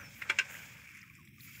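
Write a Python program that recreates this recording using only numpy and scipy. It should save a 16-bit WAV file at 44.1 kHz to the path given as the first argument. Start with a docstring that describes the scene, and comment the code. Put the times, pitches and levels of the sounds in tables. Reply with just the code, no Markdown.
"""A faintly humming metal bucket gives a light tap, then two short clanks as it is shifted in a wet field.
Each knock slides, cracks and rings the wall, damped by the mud; the handle ticks lightly.
Wet grass swishes and snaps, mud crackles, puddles plip faintly and a far bird whistles once.
Behind it lie a low rumble and a soft outdoor hiss that thins out and comes back."""
import sys
import numpy as np
from scipy import signal
from scipy.fft import rfft, irfft, next_fast_len
from scipy.io import wavfile
from scipy.ndimage import map_coordinates

SR = 44100
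rng = np.random.default_rng(int(sys.argv[2]) if len(sys.argv) > 2 else 0)


def transcribe(signal):
    """Save signal, clipped to [-1, 1], as a 16-bit WAV file at the path in sys.argv[1]."""
    frames = np.atleast_2d(signal).T
    limited = np.clip(frames, -1, 1)
    pcm = np.round(limited * 32767).astype(np.int16)
    wavfile.write(sys.argv[1], SR, pcm)


N = 70560


def amp(db):
    """Decibels to gain."""
    return 10 ** (np.asarray(db) / 20)


def filtered(x, gain):
    """EQ x with a gain that depends on frequency."""
    size = next_fast_len(N + 8192)
    return irfft(rfft(x, size) * gain(np.fft.rfftfreq(size, 1 / SR)), size)[:N]


def coloured(x, spectrum):
    """x at rms 1 with a (freq_hz, gain_db) colour, falling 60 dB in the octave past each end."""
    freq_hz, db = np.transpose(spectrum)
    freq_hz = np.r_[freq_hz[0] / 2, freq_hz, freq_hz[-1] * 2]
    db = np.r_[db[0] - 60, db, db[-1] - 60]
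    shaped = filtered(x, lambda hz: amp(np.interp(np.log(hz + 1), np.log(freq_hz + 1), db)))
    return shaped / np.std(shaped)


def noise(spectrum):
    """Coloured noise of rms 1."""
    return coloured(rng.standard_normal(N), spectrum)


def curves(rows):
    """One automation curve for each column after the time."""
    times, *columns = np.transpose(rows)
    return [np.interp(np.arange(N) / SR, times, column) for column in columns]


def wobble(per_s):
    """A smooth random curve with per_s knots a second."""
    return map_coordinates(rng.standard_normal(4096), [np.arange(N) * per_s / SR], mode="wrap")


def since(start_s):
    """Seconds since the start, zero before it."""
    return np.maximum(np.arange(N) / SR - start_s, 0)


def envelope(t, rise_s, hold_s, t60_s):
    """Attack, hold and exponential release."""
    return (1 - np.exp(-t / rise_s)) * amp(-60 * np.maximum(t - hold_s, 0) / t60_s)


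def rumble():
    """A low, nearly steady bed of noise."""
    # tone of the rumble: freq_hz, gain_db
    colour = [(25, -72), (48, -20), (67, -8), (95, -1.5), (130, -1.5), (160, -3), (200, -5), (260, -11),
              (350, -18.5), (410, -29), (480, -61)]
    # its fader: time_s, level_db
    fader = [(0, -57), (.2, -58), (.27, -60.5), (.45, -60.5), (.78, -60), (.9, -62), (1.0, -61.5),
             (1.25, -59), (1.6, -61)]
    return amp(curves(fader)[0]) * noise(colour)


def hiss_band(colour, fader, flicker_db=1.5):
    """One flickering band of noise riding its fader."""
    return amp(curves(fader)[0] + flicker_db * wobble(per_s=90)) * noise(colour)


def hollow(x, upper_ratio=1.51, width_octaves=0.11):
    """Two notches creep upward and briefly hollow out the sound."""
    # notch sweep: time_s, lower_notch_hz, depth_db (negative boosts)
    sweep = [(0, 3740, -0.5), (.9, 3950, 3), (1.1, 4000, 3), (1.22, 4280, 13), (1.3, 4400, 25),
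             (1.36, 4700, 9), (1.41, 4740, -3.5)]
    times, notch_hz, depth_db = np.transpose(sweep)
    hz, t, frames = signal.stft(x, SR, nperseg=512)
    octaves = np.log2((hz[:, None] + 1) / np.interp(t, times, notch_hz))
    dips = sum(np.exp(-((octaves - np.log2(ratio)) / width_octaves) ** 2) for ratio in (1, upper_ratio))
    gain = amp(-np.interp(t, times, depth_db) * dips)
    return signal.istft(frames * gain, SR, nperseg=512)[1][:N]


def outdoor_hiss():
    """Five bands of soft hiss thin out and come back, each at its own pace."""
    # tone of each band: freq_hz, gain_db
    low_mids = [(300, -66), (420, -0.5), (560, 1.5), (720, -2.5), (950, 2), (1150, -10), (1400, -16)]
    mids = [(850, -37), (1050, -10), (1350, -5), (1600, -0.5), (2000, -6), (2400, -51)]
    high_mids = [(1300, -32), (1600, -28), (1850, -8.5), (2250, 5.5), (2600, 0), (2900, -6.5), (3700, -26)]
    treble = [(2400, -30), (3200, 6), (4200, -4.5), (5300, 1.5), (6000, 0.5), (7000, 3), (8500, -5),
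              (10000, -39)]
    air = [(7000, -68), (9000, -8.5), (11500, -4.5), (14000, 0), (15500, 3.5)]
    # fader of each band: time_s, level_db
    low_mids_fader = [(0, -66.5), (.1, -67.5), (.17, -78.5), (.26, -64.5), (.45, -65.5), (.5, -60.5),
                      (.63, -65.5), (.74, -72), (.86, -73), (.97, -96), (1.52, -96.5), (1.6, -78)]
    mids_fader = [(0, -53), (.13, -69.5), (.26, -54), (.47, -61.5), (.62, -62), (.8, -64), (1.0, -64),
                  (1.15, -74.5), (1.27, -77.5), (1.34, -86), (1.44, -71), (1.5, -68.5), (1.6, -70)]
    high_mids_fader = [(0, -57), (.12, -62), (.25, -56), (.46, -55.5), (.65, -56), (.85, -60), (1.02, -59),
                       (1.12, -67.5), (1.358, -69), (1.478, -58.5), (1.6, -60.5)]
    treble_fader = [(0, -64.5), (.19, -63), (.46, -61), (.6, -58.5), (.85, -66.5), (1.02, -68.5),
                    (1.1, -73.5), (1.25, -72), (1.33, -75), (1.39, -70), (1.419, -63.5), (1.6, -62.5)]
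    air_fader = [(0, -65.5), (.12, -69), (.19, -58), (.27, -72.5), (.46, -72.5), (.53, -56.5), (.75, -68.5),
                 (1.1, -73), (1.381, -72), (1.423, -54.5), (1.5, -61), (1.6, -60)]
    body = hiss_band(low_mids, low_mids_fader) + hiss_band(mids, mids_fader)
    presence = hiss_band(high_mids, high_mids_fader)
    top = hollow(hiss_band(treble, treble_fader)) + hiss_band(air, air_fader)
    return body + presence + top


def bird():
    """One thin, falling whistle far away."""
    # the whistle's glide: time_s, pitch_hz, level_db
    glide = [(0, 6100, -61), (.02, 5950, -63), (.04, 5530, -59), (.065, 5320, -56), (.1, 5350, -66),
             (.125, 5450, -82)]
    pitch_hz, level_db = curves(glide)
    return amp(level_db) * np.sin(2 * np.pi * np.cumsum(pitch_hz) / SR)


def mud_crackle(pops_per_s=420, spread_db=1.5, decay_s=0.0014):
    """Wet mud and stalks crackle at random in tiny pops of uneven size."""
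    # tone of the crackle: freq_hz, gain_db
    colour = [(900, -37), (1300, -27.5), (1700, -7.5), (2400, 3), (2750, -5.5), (3100, -39), (4200, -31),
              (5400, -15.5), (7300, -26.5), (9500, -22.5), (15000, -24)]
    # its fader: time_s, level_db
    fader = [(0, -62.5), (.45, -57.5), (.6, -63), (.78, -59.5), (.95, -57), (1.06, -65.5), (1.15, -62),
             (1.35, -69.5), (1.5, -55), (1.6, -57)]
    pops = (rng.random(N) < pops_per_s / SR) * amp(spread_db * rng.standard_normal(N))
    decays = signal.lfilter([1], [1, -np.exp(-1 / (decay_s * SR))], pops)
    grains = decays * rng.standard_normal(N)
    return amp(curves(fader)[0]) * coloured(grains, colour)


def puddle_plips(rise_s=0.0069, sag_per_s=7.6, blur_rad=0.35):
    """Small muddy plips, each blurred and sagging in pitch as it dies."""
    # plips in the puddles: start_s, pitch_hz, level_db
    plips = [(1.032, 1366, -56.5), (1.101, 1200, -60), (1.185, 1190, -55), (1.201, 1124, -60),
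             (1.378, 1280, -58), (1.446, 1267, -63), (1.477, 1440, -56.5), (1.568, 1550, -54.5)]
    out = np.zeros(N)
    for start_s, pitch_hz, level_db in plips:
        t = since(start_s)
        cycles = pitch_hz * (1 - np.exp(-sag_per_s * t)) / sag_per_s
        tone = np.sin(2 * np.pi * cycles + blur_rad * wobble(per_s=160))
        out += amp(level_db) * envelope(t, rise_s, rise_s, t60_s=0.044) * tone
    return out


def grass_snaps(rise_s=0.0017, width_octaves=0.15):
    """Grass blades snap past each other in narrow, pitched bursts."""
    # blade snaps: start_s, pitch_hz, level_db
    snaps = [(.238, 3560, -65), (0.49, 6560, -51), (0.812, 4500, -62), (0.937, 6740, -62),
             (.989, 6600, -55), (1.015, 5270, -52), (1.152, 7450, -57), (1.25, 8100, -59.5),
             (1.274, 3480, -58.5), (1.405, 4150, -48.5)]
    out = np.zeros(N)
    for start_s, pitch_hz, level_db in snaps:
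        white = rng.standard_normal(N)
        burst = filtered(white, lambda hz: 1 / (1 + (np.log2((hz + 1) / pitch_hz) / width_octaves) ** 2))
        shape = envelope(since(start_s), rise_s, rise_s, t60_s=0.023)
        out += amp(level_db) * shape * burst / np.std(burst)
    return out


def grass_swish(peak_s=0.519, rise_s=0.024, fall_s=0.085, level_db=-50.5, grain_db=3):
    """Wet grass brushes past in one grainy swell."""
    # tone of the swish: freq_hz, gain_db
    colour = [(200, -11), (450, -13), (1000, -19), (1500, 4), (2200, -0.5), (3200, -5.5), (4200, -43),
              (7000, -6), (10000, -29), (15000, -24)]
    t = np.arange(N) / SR - peak_s
    swell = np.exp(-(t / np.where(t < 0, rise_s, fall_s)) ** 2 / 2)
    return swell * amp(level_db + grain_db * wobble(per_s=300)) * noise(colour)


def bucket_hum(level_db=-52.5, t60_s=0.55):
    """A few wall modes hum on from earlier handling and fade away."""
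    # ringing modes: pitch_hz, gain_db
    modes = [(563, -9), (1402, -9), (1544, -6), (1609, -6)]
    t = since(0)
    tones = sum(amp(db) * np.sin(2 * np.pi * (hz * t + rng.random())) for hz, db in modes)
    return amp(level_db - 60 * t / t60_s) * tones


def handle_ticks(rise_s=0.00098, t60_s=0.017):
    """Tiny contacts of the handle, each a quickly dying burst of noise."""
    # handle contacts: start_s, level_db
    ticks = [(0.2367, -40), (0.5498, -33.5), (0.618, -41.5), (0.951, -39), (0.96, -50), (1.029, -45.5),
             (1.038, -50), (1.274, -52), (1.556, -46)]
    # tone of a tick: freq_hz, gain_db
    colour = [(800, -29), (1100, -15), (1500, 1.5), (2250, 18.5), (2700, -23), (3400, -34), (6000, -39)]
    bursts = sum(amp(db) * envelope(since(start_s), rise_s, rise_s, t60_s) for start_s, db in ticks)
    return noise(colour) * bursts


def bucket_knocks(scatter_db=0.9, clatter_db=-15, tail_db=-21, scrape_db=-19, scrape_s=0.0047):
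    """Each knock slides, cracks and rings the wall; where it lands sets how strongly each mode answers."""
    # blows: start_s, level_db, rise_s, rattle_s, ring_share (scales decay time), crack_db (relative)
    knocks = [(.2178, -31, 0.0011, 0.0069, 0.28, -29), (.2968, -19, 0.0019, 0.0033, 0.77, -11.5),
              (.3870, -21.5, 0.00054, 0.0071, 1, -2.5)]
    # wall modes: pitch_hz, full_t60_s, tap_gain_db, first_knock_gain_db, second_knock_gain_db
    modes = [(373, .1, -50, -28, -39), (563, .45, -37, -32, -50), (889, .25, -46, -27, -46),
             (1046, .14, -34, -26, -24), (1220, .09, -23, -15, -28), (1402, .085, -18, -11, -29),
             (1488, .09, -22, -17, -13), (1544, .1, -16, -11, -6.5), (1609, .085, -13, -15, -7.5),
             (1657, .07, -14, -13, -22), (1846, .06, -12, -14, -26), (2054, .065, -8, -8, -19),
             (2185, .075, -11, -9, -13), (2314, .08, -15, -7, -7), (2472, .075, -11, -13, -11),
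             (2600, .07, -15, -19, -7), (2682, .075, -22, -17, -8), (2794, .075, -16, -15, -7),
             (3100, .06, -34, -25, -17), (3324, .06, -32, -11, -22), (4130, .05, -40, -20, -28),
             (5163, .07, -42, -31, -21), (6890, .06, -42, -27, -24)]
    # tone of the wall's dense modes and of the contact itself: freq_hz, gain_db
    clatter_colour = [(150, -27), (350, -8), (700, -15.5), (1000, -9.5), (1500, -1), (2400, 7),
                      (3000, -4.5), (3900, -10.5), (4600, -16.5), (5400, -11.5), (6400, -23), (7300, -17),
                      (8500, -21), (9200, -28.5), (15000, -31.5)]
    crack_colour = [(300, -30), (1200, -4), (2600, 15), (4200, -1), (5400, 3), (7400, 4.5), (8500, -9.5),
                    (9500, -21), (12000, -20), (15000, -28)]
    out = np.zeros(N)
    for k, (start_s, level_db, rise_s, rattle_s, ring_share, crack_db) in enumerate(knocks):
        t = since(start_s)
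        ring = np.zeros(N)
        for pitch_hz, full_t60_s, *gains_db in modes:
            gain = amp(gains_db[k] + scatter_db * rng.standard_normal())
            tone = np.sin(2 * np.pi * (pitch_hz * t + rng.random()))
            ring += gain * envelope(t, rise_s, rattle_s, full_t60_s * ring_share) * tone
        clatter = amp(clatter_db) * envelope(t, rise_s, rattle_s, t60_s=0.12 * ring_share)
        tail = amp(tail_db) * envelope(t, rise_s, rattle_s, t60_s=0.13)
        # the metal starts to slide just before it strikes
        scrape = amp(scrape_db) * np.exp(-np.abs(np.arange(N) / SR - start_s) / scrape_s)
        crack = amp(crack_db) * envelope(t, rise_s, rise_s, t60_s=0.038) * noise(crack_colour)
        wall = (clatter + tail + scrape) * noise(clatter_colour)
        out += amp(level_db) * (ring + wall + crack)
    return out


def scene():
    """The wet field and the bucket in the open air, in mono."""
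    ground = grass_snaps() + puddle_plips() + grass_swish() + mud_crackle()
    background = bird() + outdoor_hiss() + rumble()
    bucket = bucket_hum() + bucket_knocks() + handle_ticks()
    return (background + ground + bucket)[None]


def record(dry):
    """A brick-wall low-pass trims the very top of the mix."""
    return np.array([filtered(channel, lambda hz: hz < 15650) for channel in dry])


dry = scene()
out = record(dry)
transcribe(out)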